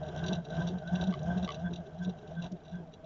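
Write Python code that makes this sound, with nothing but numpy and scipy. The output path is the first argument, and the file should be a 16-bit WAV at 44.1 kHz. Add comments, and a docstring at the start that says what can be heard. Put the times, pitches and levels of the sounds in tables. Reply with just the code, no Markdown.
"""Yarn winder on a table

Close up in a small, dry room, one microphone. A plastic winder spins a ball of yarn, surging with each
turn of the crank, nearly three a second. Its gear teeth hum and rattle in the housing, faster and louder
in each turn, and shake the table. The yarn hisses, its wire guide chatters, something rubs about once
a turn and the plastic knocks a few times; the last turns are gentler."""
import sys
import numpy as np
from scipy import signal
from scipy.fft import rfft, irfft
from scipy.io import wavfile
from scipy.ndimage import uniform_filter1d

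SR = 44100
rng = np.random.default_rng(int(sys.argv[2]) if len(sys.argv) > 2 else 0)


def unload_audio(sound):
    """Save the sound as a 16-bit wav file, at the path given as the first command line argument."""
    columns = np.transpose(np.atleast_2d(sound))
    # keep every value between -1 and 1, then stretch to whole-number steps
    steps = np.round(np.clip(columns, -1, 1) * 32767)
    wavfile.write(sys.argv[1], SR, steps.astype(np.int16))


N = 134505
T = np.arange(N) / SR

# Levels in the tables are relative, ahead of each layer's gain.
# gear speed: (time [s], tooth rate [Hz])
TOOTH_RATE = [(.06, 153.5), (.12, 134.2), (.2, 160), (.3, 179.2), (.4, 170.2), (.46, 140), (.53, 166.9),
              (.77, 179.9), (.8, 141.7), (.84, 163), (.93, 179.5), (1.1, 187.7), (1.16, 140.9),
              (1.28, 170.2), (1.35, 181.7), (1.45, 178.9), (1.51, 144.3), (1.63, 173.7), (1.81, 173.4),
              (1.86, 129.4), (1.92, 160.9), (2.09, 190), (2.2, 138), (2.33, 166.4), (2.54, 184),
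              (2.61, 137.8), (2.72, 168.7), (2.79, 174), (2.94, 151.3), (3.05, 166.2)]
# gear hum: (time [s], level [dB])
HUM_LEVELS = [(0, -42.5), (.1, -42), (0.27, -29), (0.39, -32.5), (0.46, -56.5), (0.57, -30), (0.77, -32),
              (0.82, -50.5), (0.94, -24), (0.98, -36), (1.09, -23), (1.15, -42), (1.32, -28), (1.45, -30),
              (1.49, -56), (1.66, -28.5), (1.81, -41), (1.88, -68.5), (1.94, -45.5), (2.08, -28.5),
              (2.21, -62.5), (2.4, -31.5), (2.49, -44), (2.53, -31), (2.59, -64), (2.76, -34), (2.93, -59),
              (3.05, -56)]
# strongest throb of the lopsided ball in each turn: (time [s])
TURN_TIMES = [0.245, 0.597, 0.945, 1.294, 1.65, 2.012, 2.384, 2.745]
# tooth rattle, which stands for the load on the gears: (time [s], level [dB])
RATTLE_LEVELS = [(0.0, -48.5), (0.05, -43), (0.11, -46), (0.14, -42), (0.35, -39), (0.42, -55.5),
                 (0.58, -38), (0.81, -50.5), (1.04, -38.5), (1.04, -45), (1.24, -48), (1.26, -40),
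                 (1.75, -51.5), (2.27, -53), (2.29, -48), (2.38, -56.5), (2.46, -43), (2.5, -61.5),
                 (2.8, -54), (2.85, -63.5), (3.05, -59)]
# plastic housing: (frequency [Hz], width [Hz], level [dB])
HOUSING_MODES = [(272, 29, -7), (347.3, 55, -4.5), (375.2, 24, 1), (433.7, 41, -6), (527.3, 54, -8.5),
                 (618.2, 21.8, 6), (666, 45, 4.5), (771, 65, -2.5), (892, 80, -9), (1024, 73, -13.5),
                 (1154, 53, -14), (1555, 46.5, -4)]
# table top: (frequency [Hz], width [Hz], level [dB])
TABLE_MODES = [(81, 35, 2), (100, 20, 0.5), (162, 62, 1.5)]
# overtones of the hum: (multiple of the tooth rate, level [dB])
HUM_OVERTONES = [(3, -50), (4, -55), (5, -57)]
# yarn sliding through the guide: (frequency [Hz], level [dB])
YARN_SPECTRUM = [(1700, 6), (2350, -5), (3200, 9), (4400, -11.5), (5600, -2.5), (7000, -8.5), (8000, -42.5)]
# yarn snagging and slipping: (time [s], level [dB], half length [s])
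YARN_SNAGS = [(.1635, -49, 0.00056), (.935, -63.5, 0.008), (1.233, -57, 0.0022), (2.038, -60.5, 0.0094),
              (2.523, -57.5, 0.0028)]
# room tone: (frequency [Hz], level [dB])
ROOM_SPECTRUM = [(20, -0.5), (70, -4), (150, 2), (430, -4.5), (1000, -13), (2500, -26), (7000, -38.5)]
# touches of the wire guide: (time [s], level [dB])
GUIDE_TOUCHES = [(0.0316, -39), (0.0817, -38), (0.1778, -44), (0.19, -34), (0.2384, -32.5), (0.2634, -25.5),
                 (0.2821, -22.5), (0.3293, -23), (0.3518, -33), (0.4496, -38), (0.5023, -36.5),
                 (0.566, -37), (0.6722, -26), (0.6857, -31), (0.7011, -41), (0.783, -40.5), (0.875, -36),
                 (0.9538, -26), (1.01, -29), (1.0378, -30), (1.07, -32.5), (1.1053, -35), (1.1904, -39.5),
                 (1.3781, -32.5), (1.4275, -34.5), (1.4451, -27), (1.518, -30), (1.5431, -31.5),
                 (1.5504, -38), (1.734, -33), (1.758, -34), (1.7744, -43), (1.8649, -46), (2.0468, -34),
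                 (2.0948, -38), (2.1855, -45), (2.2741, -43.5), (2.4218, -32), (2.4415, -33),
                 (2.4626, -37.5), (2.655, -45.5), (2.9375, -40.5)]
# ring of the wire guide: (frequency [Hz], level [dB], t60 [s])
GUIDE_MODES = [(2747, -10.5, 0.024), (3053, -14, 0.023), (3388, -7.5, 0.015), (3563, -5, 0.017),
               (3780, 1.5, 0.011), (3973, -2, 0.013), (4607, -23.5, 0.049), (5637, -12, 0.017),
               (5997, -10, 0.011), (6940, -27, 0.025)]
# the base bumping on the table: (time [s], level [dB])
BASE_BUMPS = [(.135, -50.5), (.24, -47.5), (.305, -40), (.71, -43.5), (1.023, -50), (1.095, -46),
              (1.365, -45.5), (1.72, -45.5), (2.086, -44.5), (2.541, -49), (2.801, -51)]
# rubs as the crank turns: (time [s], level [dB], half length [s])
TURN_RUBS = [(0.255, -49.5, 0.064), (0.535, -50.5, 0.011), (0.619, -41, 0.0078), (0.883, -50.5, 0.012),
             (0.975, -48, 0.075), (1.313, -41.5, 0.011), (1.67, -41.5, 0.013), (2.038, -48.5, 0.019),
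             (2.391, -50, 0.021), (2.762, -55, 0.026)]
# loose plastic knocking: (time [s], level [dB])
PLASTIC_KNOCKS = [(1.1252, -37), (1.1391, -31), (1.477, -32.5), (1.4902, -27.5), (1.505, -31.5)]
# ring of the knocked plastic: (frequency [Hz], level [dB], t60 [s])
PLASTIC_MODES = [(1057, -15, 0.03), (1148, -3, 0.048), (1260, -10, 0.016), (1983, -13.5, 0.03),
                 (2170, -8, 0.012), (3000, -11.5, 0.027), (3350, -8, 0.0097), (4470, -7.5, 0.0028)]

HUM_THROB, RATTLE_THROB = 0.51, 0.28  # depth, as a share of the amplitude


def from_db(db):
    """Decibels to gain."""
    return 10 ** (np.asarray(db) / 20)


def rms_one(x):
    """Scale to unit rms."""
    return x / np.sqrt(np.mean(x ** 2) + 1e-20)


def hold_level(x, samples):
    """Hold a sound at unit level over a sliding window."""
    power = uniform_filter1d(uniform_filter1d(x * x, samples), samples)
    return x / np.sqrt(np.abs(power) + 1e-20)


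def in_time(rows):
    """Join (time, value) points by straight lines."""
    return np.interp(T, *np.transpose(rows))


def swells(rows):
    """Bell-shaped swells from (time [s], level [dB], half length [s]) rows."""
    return sum(from_db(db) * np.exp(-.5 * ((T - s) / half) ** 2) for s, db, half in rows)


def phase_of(hz):
    """Running phase of a changing frequency."""
    return 2 * np.pi * np.cumsum(hz) / SR


def butter(x, kind, hz, order):
    """Butterworth filter."""
    return signal.sosfilt(signal.butter(order, hz, kind, fs=SR, output="sos"), x)


def drift(hz):
    """Smooth random wandering, mostly slower than hz, spread 1."""
    bins = np.arange(N // 2 + 1) * SR / N
    return rms_one(irfft(rfft(rng.standard_normal(N)) / (1 + (bins / hz) ** 2), N))


def noise(spectrum):
    """Noise with the given colour, rms 1."""
    hz, db = np.transpose(spectrum)
    bins = np.maximum(np.arange(N // 2 + 1) * SR / N, 1)
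    colour = from_db(np.interp(np.log(bins), np.log(hz), db))
    return rms_one(irfft(rfft(rng.standard_normal(N)) * colour, N))


def clicks(times, sizes):
    """One impulse per contact."""
    return np.bincount(np.clip(times * SR, 0, N).astype(int), sizes, N + 1)[:N] + 1e-18


def resonate(x, modes):
    """Drive a body's resonances in parallel, signs alternating."""
    out = 0
    for k, (hz, width, db) in enumerate(modes):
        r, w = np.exp(-np.pi * width / SR), 2 * np.pi * hz / SR
        gain = (-1) ** k * from_db(db) * (1 - r * r) / 2
        out += gain * signal.lfilter([1, 0, -1], [1, -2 * r * np.cos(w), r * r], x)
    return out


def strike(times, db, modes):
    """Each contact rings every mode with a strength of its own."""
    out, spread_db = 0, rng.standard_normal((len(times), len(modes)))
    for k, (hz, mode_db, t60) in enumerate(modes):
        r, w = from_db(-60 / (t60 * SR)), 2 * np.pi * hz / SR
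        hits = clicks(times, from_db(db + mode_db + spread_db[:, k]))
        out += (-1) ** k * signal.lfilter([0, r * np.sin(w)], [1, -2 * r * np.cos(w), r * r], hits)
    return out


def ball_throb(depth, period_s=0.0777):
    """The lopsided ball wobbles, swelling and pinching the sound about five times a turn."""
    turns = np.array(TURN_TIMES)
    nearest = turns[np.argmin(np.abs(T[:, None] - period_s - turns), axis=1)]
    wobble = uniform_filter1d(np.cos(2 * np.pi * (T - nearest) / period_s), size=400)
    return 1 + depth * wobble


def crank_pace(lag_s=.033):
    """Pace of the crank: 1 at the fastest point of each turn, 0 at the slowest."""
    turn_s = np.mean(np.diff(TURN_TIMES))
    fastest = np.r_[TURN_TIMES[0] - turn_s, TURN_TIMES, TURN_TIMES[-1] + turn_s] + lag_s
    turns_done = np.interp(T, fastest, np.arange(len(fastest)))
    return np.cos(np.pi * turns_done) ** 2


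def gear_hum(gain_db=-4, jitter=.035, roughness=.15):
    """The meshing gears sound a tone at the tooth rate, a little rough and throbbing."""
    hz = in_time(TOOTH_RATE) * (1 + jitter * drift(hz=46))
    tone = np.sqrt(2) * np.sin(phase_of(hz))
    level = from_db(in_time(HUM_LEVELS) + gain_db) * ball_throb(HUM_THROB)
    return level * (1 + roughness * drift(hz=36)) * tone


def tooth_rattle(gain_db=-3, jitter_teeth=.03, spread_db=4.5, grit_db=-2.5):
    """Each tooth taps the housing unevenly, then slides with a little grit."""
    teeth_passed = np.cumsum(in_time(TOOTH_RATE)) / SR
    teeth = np.arange(1, int(teeth_passed[-1]))
    lateness, force = rng.standard_normal((len(teeth), 2)).T
    tap_times = np.interp(teeth + jitter_teeth * lateness, teeth_passed, T)
    taps = clicks(tap_times, from_db(spread_db * force))
    grit = rng.standard_normal(N) * (1 - teeth_passed % 1) ** 2
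    housing = resonate(rms_one(taps) + from_db(grit_db) * rms_one(grit), HOUSING_MODES)
    housing = butter(housing, "band", hz=[220, 2200], order=2)
    level = from_db(in_time(RATTLE_LEVELS) + gain_db) * ball_throb(RATTLE_THROB)
    return level * hold_level(housing, samples=1100)


def table_rumble(hum_db, load_db, gain_db=-48.5):
    """The shaking base makes the table rumble, partly following the hum and the load."""
    top = resonate(rng.standard_normal(N), TABLE_MODES)
    rumble = butter(top, "band", hz=[60, 190], order=2)
    return from_db(gain_db + 0.28 * hum_db + 0.6 * load_db) * hold_level(rumble, samples=2000)


def gear_whine(load_db, slow_hz=390, fast_hz=1010, crank_db=-49, jitter=.018, flicker_db=3.5):
    """The crank gear's whine arches through the housing's resonances each turn, over the hum's overtones."""
    partials = [(slow_hz + (fast_hz - slow_hz) * crank_pace(), crank_db)]
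    partials += [(multiple * in_time(TOOTH_RATE), db) for multiple, db in HUM_OVERTONES]
    unsteady = 1 + jitter * drift(hz=40.8)
    tones = 0
    for hz, db in partials:
        tones += from_db(db + flicker_db * drift(hz=25)) * np.sin(phase_of(hz * unsteady))
    roughness = 1 + .3 * drift(hz=40)
    return from_db(.7 * load_db) * roughness * resonate(tones, HOUSING_MODES)


def yarn_hiss(load_db, gain_db=-66, flicker_db=1.5):
    """The running yarn gives a grainy hiss, and a brighter rasp where it snags."""
    rasp = rms_one(butter(noise(YARN_SPECTRUM), "high", hz=4300, order=4))
    level = from_db(gain_db + 0.96 * load_db + flicker_db * drift(hz=110))
    return level * noise(YARN_SPECTRUM) + swells(YARN_SNAGS) * rasp


def room_tone(level_db=-58):
    """The room's own low, steady noise behind the winder."""
    return from_db(level_db) * noise(ROOM_SPECTRUM)


def wire_scrapes(times, db, catches=3, scrape_s=.002):
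    """Each contact of the wire is a tiny scrape: a few quick catches share its energy."""
    catch_times = times[:, None] + scrape_s * rng.random((len(times), catches))
    catch_db = np.repeat(db - 10 * np.log10(catches), catches)
    return strike(catch_times.ravel(), catch_db, GUIDE_MODES)


def wire_bounces(times, db, gap_s=.003):
    """Every touch of the wire is a short run: a light graze, the main contact, two weakening bounces."""
    steps_db = np.array([-10, 0, -4, -8])
    gaps = gap_s * rng.uniform(0.64, 1.6, (len(times), len(steps_db)))
    offsets = np.cumsum(gaps, axis=1)
    contacts = times[:, None] + offsets - offsets[:, 1:2]  # the main contact lands on time
    return wire_scrapes(contacts.ravel(), (db[:, None] + steps_db).ravel())


def guide_chatter(load_db, chatter_db=-8.5, ticks_per_s=55, tick_db=-63, spread_db=4):
    """The wire guide chatters, and ticks lightly all the while, louder under load."""
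    times, db = np.transpose(GUIDE_TOUCHES)
    ticks_db = tick_db + 0.52 * load_db + spread_db * np.minimum(rng.exponential(1, N), 3)
    ticking = rng.random(N) < ticks_per_s / SR
    return wire_bounces(times, db + chatter_db) + wire_bounces(T[ticking], ticks_db[ticking])


def base_bumps(half_length_s=0.02):
    """The base bumps the table: soft, spread-out pushes reach only the housing's lowest resonances."""
    push = butter(rng.standard_normal(N), "band", hz=[230, 507], order=4)
    level = swells([(s, db, half_length_s) for s, db in BASE_BUMPS])
    return level * hold_level(resonate(push, HOUSING_MODES), samples=700)


def rubs(gain_db=-1.5, main_hz=1565, bend_hz=100, upper_hz=3423, upper_db=-16, width_hz=35):
    """Something scrapes: a narrow, rough band that bends with the crank, and a fainter, higher one."""
    bent_hz = main_hz - bend_hz * (1 - crank_pace())
    scrape = 0
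    for hz, db in ((bent_hz, 0), (np.full(N, upper_hz), upper_db)):
        phase = phase_of(hz)
        band = drift(width_hz) * np.cos(phase) + drift(width_hz) * np.sin(phase)
        scrape += from_db(db) * hold_level(band, samples=600)
    return from_db(gain_db) * scrape * swells(TURN_RUBS) * ball_throb(RATTLE_THROB)


def plastic_knocks():
    """Loose plastic knocks and rings briefly."""
    times, db = np.transpose(PLASTIC_KNOCKS)
    return strike(times, db, PLASTIC_MODES)


def room_tail(x, t60_s=.1, gain_db=-12.5, delay_s=.004):
    """The small room returns a short diffuse tail, soaked up by shelves of wool."""
    tail = rng.standard_normal(N) * from_db(-60 * T / t60_s) * (T > delay_s)
    return from_db(gain_db) * signal.fftconvolve(x, tail / np.linalg.norm(tail))[:N]


def scene():
    """The winder from close by, its small noises following the load on the gears."""
    hum_db, load_db = in_time(HUM_LEVELS), in_time(RATTLE_LEVELS)
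    hum_db, load_db = hum_db - hum_db.mean(), load_db - load_db.mean()
    low_end = gear_hum() + table_rumble(hum_db, load_db) + room_tone()
    parts = tooth_rattle() + gear_whine(load_db) + yarn_hiss(load_db) + guide_chatter(load_db)
    parts += base_bumps() + rubs() + plastic_knocks()
    return (low_end + parts + room_tail(parts))[None]


def record(dry):
    """The microphone's one channel, its top cut steeply: 60 dB down from 8200 Hz."""
    return signal.sosfilt(signal.cheby2(16, 60, 8200, fs=SR, output="sos"), dry)


dry = scene()
out = record(dry)
unload_audio(out)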